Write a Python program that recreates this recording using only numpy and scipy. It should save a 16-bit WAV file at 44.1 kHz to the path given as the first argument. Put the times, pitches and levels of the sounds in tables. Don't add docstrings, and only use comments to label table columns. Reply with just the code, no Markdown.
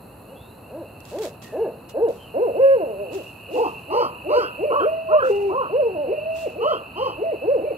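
import sys
import numpy as np
from scipy import signal
from scipy.fft import rfft, irfft, next_fast_len
from scipy.io import wavfile
from scipy.ndimage import uniform_filter1d, map_coordinates

SR = 44100
rng = np.random.default_rng(int(sys.argv[2]) if len(sys.argv) > 2 else 0)


def wav_record(signal):
    frames = np.transpose(np.atleast_2d(signal))
    bounded = np.clip(frames, -1, 1)
    quanta = np.round(bounded * 32767).astype(np.int16)
    wavfile.write(sys.argv[1], SR, quanta)


N = 342657

# (frequency [Hz], t60 [s])
NEAR_TRUNK_DECAY = [(300, 0.072), (3000, 0.12)]
# (time [s], share of the turn [0-1])
CAMERA_TURN = [(1.5, 0.13), (2.3, 0.79)]
HOOT_FULL_HZ = 490.5


def amp(db):
    return 10 ** (np.asarray(db) / 20)


def unit(x):
    return x / np.sqrt(np.mean(x ** 2) + 1e-20)


def along(points, hz):
    f, v = np.transpose(points)
    return np.interp(np.log(hz + 1), np.log(f + 1), v)


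def curves(rows, index):
    s, *columns = np.transpose(rows)
    return [np.interp(index / SR, s, column) for column in columns]


def span(rows):
    edge_s = .01
    start = max(int((rows[0][0] - edge_s) * SR), 0)
    end = min(int((rows[-1][0] + edge_s) * SR), N)
    index = np.arange(start, end)
    to_nearest_edge = np.minimum(index - index[0], index[-1] - index)
    return index, np.clip(to_nearest_edge / (edge_s * SR), 0, 1)


def wobble(rate, size=N):
    knots = rng.standard_normal(int(size * rate / SR) + 4)
    return map_coordinates(knots, [np.arange(size) * rate / SR])


def filtered(x, response):
    m = next_fast_len(N + SR // 2)
    return irfft(rfft(x, m) * response(np.fft.rfftfreq(m, 1 / SR)), m)[..., :N]


def coloured(x, spectrum):
    return unit(filtered(x, lambda hz: amp(along(spectrum, hz))))


def spread(pair, side_db):
    return unit(pair[0] + amp(side_db) * np.array([pair[1], -pair[1]]))


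def evening():
    # (frequency [Hz], density [dB per Hz])
    rumble_spectrum = [(22, -31), (40, -13.5), (62, -2), (85, 1.5), (120, 2), (200, -1), (300, -4.5),
                       (600, -16.5), (1500, -46.5)]
    air_spectrum = [(35, -39.5), (100, -17.5), (300, -7), (500, -3), (850, -5.5), (1300, -12.5),
                    (2000, -25), (3500, -37.5), (4200, -18.5), (5300, -50), (15000, -47)]
    rumble_noise = coloured(rng.standard_normal((2, N)), rumble_spectrum)
    rumble = amp(-47.0 + 0.36 * wobble(2.8)) * spread(rumble_noise, side_db=-25.0)
    air_noise = coloured(rng.standard_normal((2, N)), air_spectrum)
    air = amp(-47.5 + 0.65 * wobble(0.23)) * spread(air_noise, side_db=-6.0)
    return rumble + air


def frogs(rate, peep_s, pitch_hz, scatter, rise):
    # (frequency [Hz], density [dB per Hz])
    blur_spectrum = [(1900, -54.5), (2350, -7), (2600, 17.5), (2760, 13), (2950, 4), (3400, -38),
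                     (4150, -12.5), (4500, -11), (5100, -83), (7000, -72)]
    # (time [s], level [dB])
    swell = [(0, -60.5), (1, -56), (2.1, -54.5), (2.5, -47.5), (3.8, -42.5), (7.1, -43), (7.77, -45.5)]
    t = np.arange(int(peep_s * SR)) / SR
    peeps = np.zeros((2, N + len(t)))
    for when, pitch, size, side in rng.random((int(rate * N / SR), 4)):
        hz = pitch_hz * (1 + scatter * (2 * pitch - 1) + rise * (t / peep_s - .5))
        tone = np.sin(2 * np.pi * np.cumsum(hz) / SR)
        peep = amp(-12 * size) * np.hanning(len(t)) * tone
        peeps[int(side * 2), int(when * N):][:len(t)] += peep
    blur = coloured(rng.standard_normal((2, N)), blur_spectrum)
    pair = spread(blur + amp(-2.5) * unit(peeps[:, :N]), side_db=-8.5)
    shimmer_db = 1.5 * wobble(5.9)
    return amp(curves(swell, np.arange(N))[0] + shimmer_db) * pair * amp([[-1.3], [1.3]])


def buzz(tick_hz, depth):
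    # (frequency [Hz], density [dB per Hz])
    hiss_spectrum = [(4500, -46), (6500, -15.5), (7700, -6), (8900, -15), (10500, 2), (11700, 2),
                     (13500, -3.5), (14600, -15.5), (15500, -28.5)]
    # (time [s], level [dB])
    hiss_level = [(0, -57.5), (1.8, -60), (2.6, -58.5), (4.88, -58), (4.98, -62.5), (7.77, -62)]
    phase = 2 * np.pi * np.cumsum(tick_hz * (1 + .004 * wobble(24))) / SR
    ticks = ((1 + np.cos(phase)) / 2) ** 8
    turned = curves(CAMERA_TURN, np.arange(N))[0]
    pulsing = 1 + depth * ticks * (1 + turned) / 2
    hiss = coloured(rng.standard_normal((2, N)) * pulsing, hiss_spectrum)
    return amp(curves(hiss_level, np.arange(N))[0]) * spread(hiss, side_db=-2.5) * amp([[-1], [1]])


def woods(x, decay, build_s):
    out = np.zeros(N + 2 * SR)
    hop = SR // 3
    padded = np.pad(x, (hop, 2 * hop))
    starts = range(0, N + hop, hop)
    hz, t, noise = signal.stft(rng.standard_normal((len(starts), SR // 2)), SR, nperseg=256)
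    fade = amp(-60 * t / along(decay, hz)[:, None])
    build = 1 - np.exp(-t / build_s)
    tails = signal.istft(noise * fade * build, SR, nperseg=256)[1]
    window = np.hanning(2 * hop)
    for start, tail in zip(starts, tails):
        piece = padded[start:start + 2 * hop] * window
        echo = signal.fftconvolve(piece, tail)
        out[start:start + len(echo)] += echo * np.sqrt(np.sum(piece ** 2) / (np.sum(echo ** 2) + 1e-20))
    return out[hop:hop + N]


def from_trees(x):
    # (frequency [Hz], right port's lead [rad], right minus left [dB])
    port_response = [(60, .1, 3.5), (390, 1.01, -2), (580, 1.49, 2), (1070, 2.15, 1.2), (1650, 3.37, 3.5),
                     (2970, 7.13, 0), (7560, 10, 9.5)]

    def ports(hz):
        lead = along([(f, radians) for f, radians, _ in port_response], hz)
        tilt_db = along([(f, db) for f, _, db in port_response], hz)
        right = amp(tilt_db / 2) * np.exp(1j * lead / 2)
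        return np.array([1 / right, right])

    turned = curves(CAMERA_TURN, np.arange(N))[0]
    return (1 - turned) * x + turned * filtered(x, ports)


def octaves_under(hz, limit_hz):
    return np.maximum(np.log2(limit_hz / hz), 0)


def arch(top_s, top_hz, rise_s, fall_s, reach, count=41):
    u = np.linspace(-reach[0], reach[1], count)
    return top_s + u * np.where(u < 0, rise_s, fall_s), top_hz / (1 + u ** 2)


def syrinx(note, throat, jitter, rasp, rasp_rate, count=19):
    index, gate = span(note)
    softened = [(s, hz, amp(first / 2), amp(over / 2)) for s, hz, first, over in note]
    hz, first, over = uniform_filter1d(np.array(curves(softened, index)), size=400, axis=1)
    phase = 2 * np.pi * np.cumsum(hz * (1 + jitter * wobble(rasp_rate, len(index)))) / SR
    k = np.arange(2, count + 1)[:, None]
    gains = throat(k * hz)
    gains = gains / np.linalg.norm(gains, axis=0)
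    smear = rasp * np.sqrt(2 - 2 / k) * np.array([wobble(rasp_rate, len(index)) for _ in k])
    fundamental = first ** 2 * np.sin(phase)
    overtones = over ** 2 * np.sum(gains * np.sin(k * phase + smear), axis=0)
    return np.pad(np.sqrt(2) * gate * (fundamental + overtones), (index[0], N - 1 - index[-1]))


def hoot(s, hz, first_db, over_db, db_per_octave=28):
    # (frequency [Hz], relative gain [dB])
    throat_curve = [(350, -2.5), (480, 9), (590, 8.5), (800, -9.5), (980, -12), (1090, -23), (1320, -39),
                    (1620, -20), (1900, -50), (2190, -30.5), (2500, -52), (5000, -80.5)]
    # (pitch [Hz], gain [dB])
    overtone_curve = [(170, -13.5), (230, -4.5), (300, -0.5), (400, -15), (480, -17.5), (550, -17.5),
                      (580, -29.5), (610, -33.5)]
    first = first_db - db_per_octave * octaves_under(hz, min(hz.max(), HOOT_FULL_HZ))
    note = np.transpose([s, hz, first, over_db + along(overtone_curve, hz)])
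    return syrinx(note, lambda f: amp(along(throat_curve, f)), jitter=0.0044, rasp=0.078, rasp_rate=64)


def arched_hoots():
    # (time of the top [s], top pitch [Hz], rise per octave [s], fundamental level at the top [dB],
    #  overtone level before the pitch-dependent gain [dB])
    hoot_rows = [(.338, 282.3, 0.085, -55, -41.5), (0.794, 344, 0.093, -38.5, -33),
                 (1.213, 445, .08, -24.5, -28), (1.624, 463.5, .082, -20.5, -24.5),
                 (2.04, 481, 0.081, -16.5, -22), (2.439, 506, 0.08, -15, -19.5),
                 (3.16, 399, .058, -28, -32.5), (7.531, 582.3, 0.093, -16, -24.5)]
    fall_s, reach = .058, (1.14, 1.2)
    return sum(hoot(*arch(s, hz, rise_s, fall_s, reach), first_db, over_db)
               for s, hz, rise_s, first_db, over_db in hoot_rows)


def birds():
    # (start [s], length [s], start pitch [Hz], end pitch [Hz], direct peak level [dB])
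    whistle_rows = [(0.336, 0.28, 2920, 4250, -70), (1.426, 0.17, 1950, 1720, -61),
                    (2.174, 0.13, 3174, 2970, -58.5)]
    out = np.zeros(N)
    for s, length, start_hz, end_hz, db in whistle_rows:
        u = np.linspace(0, 1, int(length * SR))
        slur_hz = start_hz + (end_hz - start_hz) * np.sqrt(u)
        hz = slur_hz * (1 + 0.023 * wobble(300, len(u)))
        swell = np.sin(np.pi * np.sqrt(u))
        out[int(s * SR):][:len(u)] += amp(db) * swell * np.sin(2 * np.pi * np.cumsum(hz) / SR)
    return out + amp(14) * woods(out, NEAR_TRUNK_DECAY, build_s=.01)


def rustles(grain_db):
    # (time of the peak [s], rise [s], fade t60 [s], level [dB])
    stroke_rows = [(1.005, .002, 0.024, -46), (1.054, 0.00094, 0.0058, -41.5), (1.111, 0.053, 0.56, -48.5),
                   (1.188, 0.0018, 0.026, -38.5), (1.222, .002, 0.022, -42.5), (1.255, 0.034, 0.17, -36),
                   (1.425, 0.006, 0.49, -45.5), (1.898, 0.0072, 0.076, -41.5), (2.088, 0.006, 0.68, -51),
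                   (3.142, 0.022, 0.65, -45), (3.55, 0.035, 0.98, -49), (5.275, .03, 0.8, -48),
                   (6.397, 0.044, 0.48, -43.5)]
    # (frequency [Hz], density [dB per Hz])
    cloth_spectrum = [(60, -41), (300, 6), (1200, 3.5), (2200, 0), (4000, 3), (5500, -1), (7500, 0.5),
                      (9000, -6.5), (15500, -8.5)]
    t = np.arange(N) / SR
    level = np.zeros(N)
    for s, rise, t60, db in stroke_rows:
        onset = np.exp(-(np.minimum(t - s, 0) / rise) ** 2)
        level += amp(db - 60 * np.maximum(t - s, 0) / t60) * onset
    grains = rng.standard_normal((2, N)) * amp(grain_db * wobble(500) + 1.8 * wobble(50))
    return level * spread(coloured(grains, cloth_spectrum), side_db=-0.5) * amp([[-1.3], [1.3]])


def drawl(rows, count=120):
    quaver_per_s, quaver_depth, quaver_db = 33, .035, 0.5
    s = np.linspace(rows[0][0], rows[-1][0], count)
    hz, effort_db = curves(rows, s * SR)
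    quaver = octaves_under(hz, HOOT_FULL_HZ) * wobble(quaver_per_s)[(s * SR).astype(int)]
    effort_db = effort_db + quaver_db * quaver
    return hoot(s, hz * (1 + quaver_depth * quaver), effort_db, effort_db - 4.5)


def drawls():
    # (time [s], pitch [Hz], effort [dB])
    drawl_courses = [
        [(2.545, 212, -18), (2.58, 402, -16), (2.605, 525.6, -16), (2.64, 549, -14), (2.74, 543.3, -16),
         (2.78, 437, -19), (2.82, 322.5, -16), (2.88, 231.5, -22), (2.95, 205, -18), (3.02, 200, -17.5),
         (3.1, 165, -17.5)],
        [(5.7, 291.2, -28), (5.74, 452.3, -14.5), (5.775, 570.3, -20.5), (5.8, 618.5, -17), (5.832, 484, -19),
         (5.865, 465, -14.5), (5.9, 384, -23.5), (5.94, 365, -24), (5.965, 305, -18), (6.03, 272, -19),
         (6.09, 225, -22.5)],
    ]
    return sum(drawl(rows) for rows in drawl_courses)


def wail(held, gain_db, db_per_octave=34, count=160):
    # (frequency [Hz], relative gain [dB])
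    throat_curve = [(600, 11), (900, -9.5), (1350, -35), (2000, -24.5), (2500, -20.5), (3300, -50),
                    (7000, -72.5)]
    # (pitch [Hz], gain [dB])
    overtone_curve = [(240, -14), (320, -5.5), (410, -20.5), (600, -28.5)]
    scoop_s, break_s, drop_s = .047, .014, 0.037
    scoop_from, scoop_to, drop_to = .46, .72, 0.33
    (start, start_hz, start_db), (end, end_hz, end_db) = held[0], held[-1]
    rows = [(start - break_s - scoop_s, scoop_from * start_hz, start_db - 4),
            (start - break_s, scoop_to * start_hz, start_db),
            *held,
            (end + drop_s, drop_to * end_hz, end_db - 1.5)]
    s = np.linspace(rows[0][0], rows[-1][0], count)
    hz, db = curves(rows, s * SR)
    full_hz = min(407.7, end_hz)
    first = db - db_per_octave * octaves_under(hz, full_hz)
    note = np.transpose([s, hz, first, db + along(overtone_curve, hz)])
    voice = syrinx(note, lambda f: amp(along(throat_curve, f)), jitter=0.0071, rasp=0.54, rasp_rate=160)
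    return amp(gain_db) * voice


def whoop(s, hold_s, hz, db):
    sag_hz = 420 * hold_s
    bulge = .045
    middle_hz = hz * (1 + bulge) - sag_hz / 2
    held = [(s, hz, db), (s + hold_s / 2, middle_hz, db), (s + hold_s, hz - sag_hz, db)]
    return wail(held, gain_db=-0.5)


def mate_calls():
    # (time of the break to the high register [s], hold [s], pitch at the break [Hz], level before gain [dB])
    whoop_rows = [(3.548, 0.041, 499.3, -25.5), (3.949, 0.055, 585, -24), (4.312, 0.054, 588.2, -21),
                  (4.647, .056, 596, -20), (6.593, 0.032, 480, -27.5), (7.243, .072, 651.4, -23.5),
                  (7.656, .047, 592, -23)]
    # (time [s], pitch [Hz], level before gain [dB])
    long_wail = [(4.865, 617.2, -19.5), (4.899, 630.7, -16.5), (4.931, 651, -27), (4.989, 650.6, -25),
                 (5.033, 652, -34.5), (5.141, 620.8, -15), (5.169, 611.5, -21), (5.185, 560, -33.5),
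                 (5.209, 565, -32), (5.227, 533.4, -23.5), (5.285, 513, -23.5), (5.305, 402.6, -18.5),
                 (5.431, 405.5, -21), (5.51, 385, -23.5)]
    short_wail = [(6.13, 614.4, -22.5), (6.168, 618, -21), (6.186, 580.6, -31), (6.262, 636, -25),
                  (6.282, 645.4, -27), (6.406, 655, -37), (6.455, 642, -23.5)]
    whoops = sum(whoop(*row) for row in whoop_rows)
    return whoops + wail(long_wail, gain_db=1.0) + wail(short_wail, gain_db=1.0)


def resonance(hz, centre_hz, width_hz):
    return 1 / (1 + (2 * (hz - centre_hz) / width_hz) ** 4)


def caw(top_s, top_hz, rise_s, fall_s, first_db, over_db, start_hz, end_hz, ring_db, rasp_db, db_per_octave=22):
    def throat(hz):
        opening = np.linspace(start_hz, end_hz, hz.shape[1])
        lift = np.sqrt(opening / opening.mean())
        ring = amp(ring_db) * resonance(hz, 3000 * lift, 260)
        rasp = amp(rasp_db) * (amp(1) * resonance(hz, 2150 * lift, 790)
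                               + amp(2.5) * resonance(hz, 4550 * lift, 950)
                               + amp(-8) * resonance(hz, 5790, 600)
                               + amp(-19.5) * resonance(hz, 7800, 1000))
        return resonance(hz, opening, 447) + amp(-10) * resonance(hz, 590, 650) + ring + rasp

    s, hz = arch(top_s, top_hz, rise_s, fall_s, reach=(.86, 1.05))
    first = first_db - db_per_octave * octaves_under(hz, HOOT_FULL_HZ)
    over = over_db - 7 * octaves_under(hz, top_hz)
    return syrinx(np.transpose([s, hz, first, over]), throat, jitter=0.0069, rasp=0.36, rasp_rate=160)


def harsh_caws():
    # (time of the top [s], top pitch [Hz], rise per octave [s], fall per octave [s],
    #  fundamental level at full pitch [dB], overtone level at the top [dB], beak resonance at the start [Hz],
    #  at the end [Hz], relative ring [dB], relative rasp [dB])
    caw_rows = [ (3.617, 483, .072, .058, -20.5, -26, 730, 1030, -24, -38),
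                (3.985, 499.7, .088, .078, -22, -24, 986, 1177, -16.5, -28),
                (4.377, 499, .095, 0.088, -24, -24.5, 1006, 1390, -15, -26.5),
                (4.777, 590, 0.08, .072, -26.5, -23, 1110, 1350, -17.5, -46.5),
                (5.178, 598, .1, .078, -27.5, -25, 1050, 1514, -26.5, -54.5),
                (5.585, 556, .1, 0.077, -27.5, -27, 980, 1240, -32, -56),
                (6.695, 668, 0.097, 0.058, -23.5, -25, 1050, 1264, -6, -34),
                (7.04, 553.3, .09, .066, -26, -28.5, 1000, 1040, -4.5, -30.5), ]
    return sum(caw(*row) for row in caw_rows)


def owls():
    # (frequency [Hz], t60 [s])
    deep_decay = [(200, 0.33), (550, 0.41), (1200, 0.58), (3000, 0.17), (8000, 0.28)]
    hoots = arched_hoots() + drawls()
    mate = mate_calls()
    caws = harsh_caws()
    calls = hoots + caws + mate
    near = woods(amp(-6.0) * hoots + caws + amp(-2.5) * mate, NEAR_TRUNK_DECAY, build_s=0.013)
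    far = woods(amp(-11.5) * calls + amp(-23.5) * caws, deep_decay, build_s=0.023)
    sideways = woods(amp(-37.0) * calls + amp(-23) * caws, deep_decay, build_s=.01)
    return from_trees(calls + near + far) + np.array([sideways, -sideways])


def scene():
    chorus = frogs(rate=45, peep_s=0.0966, pitch_hz=2740, scatter=0.0444, rise=0.0599)
    background = evening() + chorus + buzz(tick_hz=101.5, depth=1.4)
    return background + owls() + birds() + rustles(grain_db=2.0)


def record(dry):
    top_hz = 15750
    return filtered(dry, lambda hz: hz < top_hz)


dry = scene()
out = record(dry)
wav_record(out)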